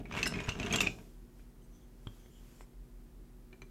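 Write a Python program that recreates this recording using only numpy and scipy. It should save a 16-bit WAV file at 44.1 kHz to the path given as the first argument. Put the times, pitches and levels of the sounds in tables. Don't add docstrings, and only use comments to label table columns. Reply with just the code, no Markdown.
import sys
import numpy as np
from scipy import signal
from scipy.fft import rfft, irfft
from scipy.io import wavfile

SR = 44100
rng = np.random.default_rng(int(sys.argv[2]) if len(sys.argv) > 2 else 0)


def dump(signal):
    limited = np.clip(np.atleast_2d(signal).T, -1, 1)
    pcm = np.round(limited * 32767).astype(np.int16)
    wavfile.write(sys.argv[1], SR, pcm)


N = 163170
T = np.arange(N) / SR

# time_s, rumble_db, scrape_db
SLIDE_LEVELS = [(0, -39, -55), (.03, -51.5, -75.5), (.095, -53, -64), (.125, -46, -55), (.18, -40, -38),
                (.275, -42, -53.5), (.305, -43, -57.5), (.39, -40.5, -49), (.455, -48.5, -54),
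                (.49, -45.5, -43), (.545, -48, -58.5), (.61, -39.5, -50), (.67, -41, -44.5),
                (.695, -41, -51.5), (.745, -35.5, -37), (.79, -39, -46.5), (.865, -39, -49),
                (.92, -58, -91), (1.0, -55, -69), (1.15, -78.5, -100)]
# pitch_hz, gain_db
RUMBLE_SPECTRUM = [(25, -27), (45, -4), (85, 1.5), (115, 0), (160, 3.5), (220, 2), (305, -6.5), (430, -2),
                   (525, -14), (700, -2)]
# pitch_hz, gain_db
SCRAPE_SPECTRUM = [(200, -28.5), (550, -5.5), (1000, 3.5), (1600, 4.5), (2000, 3.5), (2600, 7), (3200, 1.5),
                   (4500, -10), (6500, -8.5), (8000, -13.5), (10000, -22.5), (12500, -21.5), (16000, -40)]
# start_s, level_db, cutoff_hz
CATCHES = [(.111, -36, 1978), (0.1393, -34.5, 1432), (0.1502, -32.5, 2100), (0.1883, -39, 1920),
           (0.2048, -45, 2064), (0.2656, -31.5, 1920), (.322, -37.5, 2000), (0.356, -34.5, 2310),
           (0.403, -33.5, 2400), (.484, -33, 1497), (0.553, -39.5, 1906), (0.589, -43.5, 4000),
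           (0.608, -43, 1800), (.668, -38, 2212), (.678, -39, 2600), (0.747, -34.5, 1918),
           (0.834, -38.5, 1683)]
# start_s, crack_db (before CRACK_TRIM_DB),
# cutoff_hz, first_hz, first_db, second_hz, second_db, fade_s, rise_s
KNOCKS = [ (0.055, -46.5, 1690, 2250, -48, 2620, -58, .07, 0.00068),
          (0.123, -41, 3000, 2410, -36, 6180, -50, .06, 0.000844),
          (0.17, -45, 4960, 2190, -31, 2755, -29.5, .05, 0.0036),
          (.187, -36.5, 3020, 2303, -30, 2640, -45, .07, 0.0022),
          (0.2291, -25.5, 4880, 2648, -21, 6160, -32, .06, 0.00061),
          (0.257, -32, 6050, 1980, -29, 5190, -30.5, 0.045, .0012),
          (0.2628, -39, 8000, 1530, -32, 9820, -36, 0.049, 0.00093),
          (0.2685, -33, 9000, 2770, -26, 5313, -28, 0.051, 0.0014),
          (.276, -42, 9000, 3962, -42, 8059, -50, .08, 0.001),
          (0.338, -39, 3000, 2495, -33.5, 2170, -38, 0.068, 0.00065),
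          (0.357, -42, 3480, 2590, -40, 6160, -49, .04, 0.0011),
          (.3875, -40.5, 2488, 2460, -34.5, 2166, -35, .06, 0.0013),
          (.403, -41.5, 2510, 2150, -42, 2690, -47, .04, 0.00069),
          (0.4383, -44.5, 4014, 2440, -40, 6800, -49.5, .05, .0014),
          (0.49, -27, 4444, 2738, -27, 6120, -43, .055, 0.0013),
          (0.52, -46, 3000, 2810, -35, 6400, -50, .04, 0.0012),
          (0.5986, -35, 3950, 2480, -33, 6230, -44, .05, 0.00052),
          (0.6292, -38, 3990, 2720, -31, 6100, -52, .04, .0006),
          (0.662, -44, 4570, 2770, -40, 6200, -45.5, .04, 0.00023),
          (.7085, -43, 3440, 2570, -30.5, 3210, -38.5, 0.029, .0004),
          (0.725, -33.5, 8770, 2340, -29, 6480, -31, .05, 0.00054),
          (0.7351, -24.5, 4995, 3270, -24, 2730, -33.5, .05, 0.0027),
          (.759, -27.5, 8850, 2786, -31, 7330, -33, .07, 0.00033),
          (0.783, -38.5, 4020, 2766, -27.5, 3130, -38, .08, 0.0032),
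          (0.8053, -24.5, 6000, 2725, -16, 3657, -23.5, .035, 0.00063),
          (0.8136, -25, 8970, 2840, -38, 12350, -44.5, .07, 0.000699),
          (0.831, -47.5, 5090, 2420, -28.5, 2610, -40, .07, 0.0027),
          (0.8646, -41, 2500, 2517, -30.5, 3520, -44, 0.085, 0.0011),
          (0.8705, -30.5, 4130, 2495, -21, 2780, -35, 0.037, 0.00069),
          (0.986, -50, 1300, 2480, -54, 2790, -65, .03, .0005), ]
# pitch_hz, gain_db
CRACK_SPECTRUM = [(150, -8.5), (400, -1), (900, 1), (1900, 1.5), (3000, 2.5), (4400, 0.5), (5600, -0.5),
                  (7600, 3.5), (9000, -9.5), (10500, -8.5), (12500, -4.5), (15500, -21)]
# start_s, level_db
SNAPS = [(.1725, -67), (.2302, -58), (.2372, -41), (.2645, -43.5), (.2697, -43), (.2762, -30), (.409, -54),
         (.662, -55.5), (.7258, -40), (.7345, -39.5), (.7595, -41), (.8062, -39.5), (.8135, -39)]
# pitch_hz, gain_db
SNAP_SPECTRUM = [(2000, -34.5), (5000, -14), (7500, 4), (9500, 0), (10700, -10), (12500, -4), (14000, -13),
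                 (16000, -21.5)]
# start_s, level_db, pitch_hz, fade_s
BUMPS = [(0.138, -30, 98, 0.055), (.479, -28, 136, 0.045), (0.486, -21.5, 76, 0.045),
         (0.743, -25.5, 162, .06), (.748, -27.5, 225, 0.052), (.871, -29.5, 113, 0.082),
         (2.0686, -31.5, 112, 0.058), (2.0699, -28.5, 231, 0.013)]
# time_s, level_db
RUB_LEVELS = [(.7, -105), (.9, -66), (1.05, -69), (1.3, -86), (1.4, -72), (1.5, -88), (1.6, -88),
              (1.78, -78), (1.89, -84), (2.05, -74), (2.17, -69.5), (2.28, -74.5), (2.36, -73), (2.47, -69),
              (2.62, -69.5), (2.67, -89), (3, -106)]
# pitch_hz, gain_db
RUB_SPECTRUM = [(300, 1.5), (1200, 1.5), (2700, 0), (3150, 2.5), (3800, -3), (5200, -1.5), (6200, -1),
                (7300, -1), (9000, -5.5), (12500, -2), (16000, -14.5)]
# start_s, length_s, low_hz, low_db, high_hz, high_db
SINGS = [(1.615, 0.054, 6280, -80, 8300, -77), (1.704, 0.1, 3400, -81, 6050, -74),
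         (1.784, .08, 3390, -80, 6300, -81), (2.158, 0.15, 3250, -79, 6250, -78),
         (2.297, 0.14, 3130, -72.5, 7240, -76.5), (2.441, 0.2, 3200, -94, 7220, -79),
         (2.592, 0.062, 2114, -73, 5300, -78), (2.579, 0.071, 7180, -73, 8100, -72.5)]
# start_s, push_db, push_width_s, ring_hz, ring_db, fade_s
TOUCHES = [(1.395, -52, 0.00038, 2400, -64, 0.05), (1.618, -67, .00012, 3080, -60.5, .02),
           (2.07, -40, 0.00029, 5050, -47, 0.009), (2.0711, -36.5, 0.00014, 3200, -29, 0.009),
           (2.081, -58, .0002, 3230, -57, 0.019), (2.26, -47, 0.00041, 3230, -56, 0.018),
           (2.6086, -38, 0.00018, 1400, -55, .012)]
# start_s, level_db, cutoff_hz
TAPS = [(3.529, -43, 3220), (3.619, -39, 7000)]
# pitch_hz, gain_db, fade_s
TAP_NOTES = [(134, -7.5, 0.1), (374, -11.5, 0.14), (1780, -19, 0.044), (2360, -6.5, 0.044),
             (2870, -22.5, 0.046), (4040, -13, 0.043), (6130, -15, 0.028), (6760, -24, 0.035),
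             (7400, -22, .03)]
# pitch_hz, gain_db
AIR_SPECTRUM = [(20, -22), (30, -13), (45, -1), (65, -14), (90, -18.5), (130, -18), (200, -19.5),
                (270, -21), (350, -19.5), (450, -26), (590, -31), (920, -35), (1900, -40.5), (3000, -45),
                (6000, -46.5), (14000, -46), (16000, -49)]
# pitch_hz, level_db
HUM_TONES = [(39.5, -56), (44.5, -58.5), (120, -73.5), (135, -67), (180, -74), (239.6, -66), (300, -82.5),
             (363, -74)]
# pitch_hz, fade_s
ROOM_FADES = [(100, 0.34), (500, 0.44), (2500, 0.18), (6000, 0.4), (14000, 0.12)]
ECHO_DELAYS = [.0031, .0078, .0115, .0172]

SLIPS_PER_S, SLIP_SPREAD_DB, SLIP_FADE_S = 1100, 3, 0.013
CRACK_TRIM_DB, TICK_OVER_CRACK_DB, TICK_CUTOFF_RATIO = -2.5, 4, 1.375
KNOCK_ROUGHNESS, TOUCH_ROUGHNESS = 0.36, 0.46
OVERTONE_RATIO, OVERTONE_DB = 2.35, -16
AIR_DB, HUM_WAVER_MAX_HZ, HUM_DRIFT_RAD = -58, 2.8, 0.6
FIRST_ECHO_DB, ROOM_RISE_S, TREBLE_LIMIT_HZ = -20, 0.0031, 15900


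def sliding():
    keep_lows = signal.butter(4, 520, fs=SR, output="sos")
    rumble = unit(signal.sosfilt(keep_lows, colour(slips(), RUMBLE_SPECTRUM)))
    scrape = colour(slips(), SCRAPE_SPECTRUM)
    return rumble * level(SLIDE_LEVELS, column=1) + scrape * level(SLIDE_LEVELS, column=2)


def slips():
    size = amp(SLIP_SPREAD_DB * np.minimum(rng.exponential(1, N), 4))
    slipping = rng.random(N) < SLIPS_PER_S / SR
    power = signal.lfilter([1], [1, -fade(1 / SR, SLIP_FADE_S) ** 2], (size * slipping) ** 2)
    return np.sqrt(power) * rng.standard_normal(N)


def catches():
    out, t = np.zeros(N), T[:SR // 10]
    for start_s, db, cutoff_hz in CATCHES:
        add(out, start_s, amp(db) * crack(t, cutoff_hz, fade_s=0.024) * rise(t, rise_s=0.0005))
    return out


def knocks():
    out, t = np.zeros(N), T[:SR // 5]
    for start_s, crack_db, cutoff_hz, first_hz, first_db, second_hz, second_db, fade_s, rise_s in KNOCKS:
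        body = crack(t, cutoff_hz, fade_s=0.036)
        tick = amp(TICK_OVER_CRACK_DB) * crack(t, cutoff_hz * TICK_CUTOFF_RATIO, fade_s=0.011)
        hit = amp(crack_db + CRACK_TRIM_DB) * (body + tick)
        for hz, db in (first_hz, first_db), (second_hz, second_db):
            chatter = amp(db) * fade(t, fade_s) * rough_tone(t, hz, width_hz=370)
            hit += note(t, hz, db, fade_s) + KNOCK_ROUGHNESS * chatter
        add(out, start_s, hit * rise(t, rise_s))
    return out


def snaps():
    out, t = np.zeros(N), T[:SR // 10]
    for start_s, db in SNAPS:
        burst = colour(rng.standard_normal(len(t)), SNAP_SPECTRUM)
        add(out, start_s, amp(db) * burst * fade(t, fade_s=0.01))
    return out


def bumps():
    out, t = np.zeros(N), T[:SR // 5]
    for start_s, db, hz, fade_s in BUMPS:
        add(out, start_s, -note(t, hz, db, fade_s) * rise(t, rise_s=0.0021))
    return out


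def touches():
    out, t = np.zeros(N), T[:SR // 5]
    for start_s, push_db, width_s, hz, ring_db, fade_s in TOUCHES:
        overtone = note(t, hz * OVERTONE_RATIO, ring_db + OVERTONE_DB, fade_s)
        chatter = amp(ring_db) * fade(t, fade_s) * rough_tone(t, hz, width_hz=310)
        ring = note(t, hz, ring_db, fade_s) + overtone + TOUCH_ROUGHNESS * chatter
        body = amp(-13.5) * crack(t, cutoff_hz=2000, fade_s=0.025)
        push = -np.exp(-(t / width_s - 2) ** 2)
        add(out, start_s, amp(push_db) * (body + push) + ring * rise(t, rise_s=0.0014))
    return out


def taps():
    out, t = np.zeros(N), T[:SR // 5]
    for start_s, db, cutoff_hz in TAPS:
        ring = sum(note(t, hz, gain_db, fade_s) / np.sqrt(1 + (hz / cutoff_hz) ** 6)
                   for hz, gain_db, fade_s in TAP_NOTES)
        body = amp(-15) * crack(t, cutoff_hz=2100, fade_s=0.074)
        tick = amp(-10) * crack(t, cutoff_hz=2100, fade_s=0.0047)
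        add(out, start_s, amp(db) * (ring + body + tick))
    return out


def rubbing():
    out, t = colour(rng.standard_normal(N), RUB_SPECTRUM) * level(RUB_LEVELS), T[:SR // 4]
    for start_s, length_s, low_hz, low_db, high_hz, high_db in SINGS:
        low = amp(low_db) * rough_tone(t, low_hz, width_hz=410)
        high = amp(high_db) * rough_tone(t, high_hz, width_hz=410)
        swell = np.sin(np.pi * np.minimum(t / length_s, 1))
        add(out, start_s, (low + high) * swell)
    return out


def crack(t, cutoff_hz, fade_s):
    hz = np.fft.rfftfreq(len(t), 1 / SR)
    phases = np.exp(2j * np.pi * rng.random(len(hz)))
    strength = amp(look_up(CRACK_SPECTRUM, hz)) / np.sqrt(1 + (hz / cutoff_hz) ** 5.1)
    return unit(irfft(phases * strength, len(t))) * fade(t, fade_s)


def note(t, hz, db, fade_s):
    return amp(db) * fade(t, fade_s) * np.sin(2 * np.pi * hz * t)


def rough_tone(t, hz, width_hz):
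    offset_hz = np.fft.fftfreq(len(t), 1 / SR)
    wobble = np.fft.ifft(np.exp(2j * np.pi * rng.random(len(t)) - np.log(4) * (offset_hz / width_hz) ** 2))
    wobble /= np.sqrt(np.mean(abs(wobble) ** 2))
    return np.sqrt(2) * (wobble * np.exp(2j * np.pi * hz * t)).real


def ventilation():
    out = amp(AIR_DB) * colour(rng.standard_normal(N), AIR_SPECTRUM)
    for hz, db in HUM_TONES:
        drift = sum(np.sin(2 * np.pi * (HUM_WAVER_MAX_HZ * speed * T + offset))
                    for speed, offset in rng.random((4, 2)))
        phase = 2 * np.pi * (hz * T + rng.random()) + HUM_DRIFT_RAD * drift
        out += amp(db) * np.sqrt(2) * np.sin(phase)
    return out


def room(sound, tail_db):
    hz, t, noise = signal.stft(rng.standard_normal(SR // 2), SR, nperseg=256)
    tail = signal.istft(noise * fade(t, look_up(ROOM_FADES, hz)[:, None]), SR, nperseg=256)[1]
    tail *= np.minimum(T[:len(tail)] / ROOM_RISE_S, 1) ** 2
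    tail *= amp(tail_db) / np.linalg.norm(tail)
    for k, delay_s in enumerate(ECHO_DELAYS):
        tail[round(delay_s * SR)] += amp(FIRST_ECHO_DB) / np.sqrt(k + 1)
    return sound + signal.fftconvolve(sound, tail)[:N]


def amp(db):
    return 10 ** (np.asarray(db) / 20)


def unit(sound):
    return sound / np.sqrt(np.mean(sound ** 2) + 1e-20)


def fade(t, fade_s):
    return np.exp(-np.log(1000) * t / fade_s)


def rise(t, rise_s):
    return 1 - np.exp(-t / rise_s)


def look_up(table, hz):
    pitches, values = np.transpose(table)
    return np.interp(np.log(hz + 1), np.log(pitches + 1), values)


def level(table, column=1):
    rows = np.array(table)
    return amp(np.interp(T, rows[:, 0], rows[:, column]))


def colour(sound, spectrum):
    gain = amp(look_up(spectrum, np.fft.rfftfreq(len(sound), 1 / SR)))
    return unit(irfft(rfft(sound) * gain, len(sound)))


def add(mix, start_s, sound):
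    part = mix[max(round(start_s * SR), 0):][:len(sound)]
    part += sound[:len(part)]


def scene():
    pile = room(knocks() + catches() + snaps() + bumps() + sliding(), tail_db=-10)
    tower = room(taps() + touches() + rubbing(), tail_db=-12.5)
    return (pile + tower + ventilation())[None]


def record(dry):
    treble_cut = signal.firwin(511, TREBLE_LIMIT_HZ, window=("kaiser", 9), fs=SR)
    return signal.oaconvolve(dry, treble_cut[None], "same")


dry = scene()
out = record(dry)
dump(out)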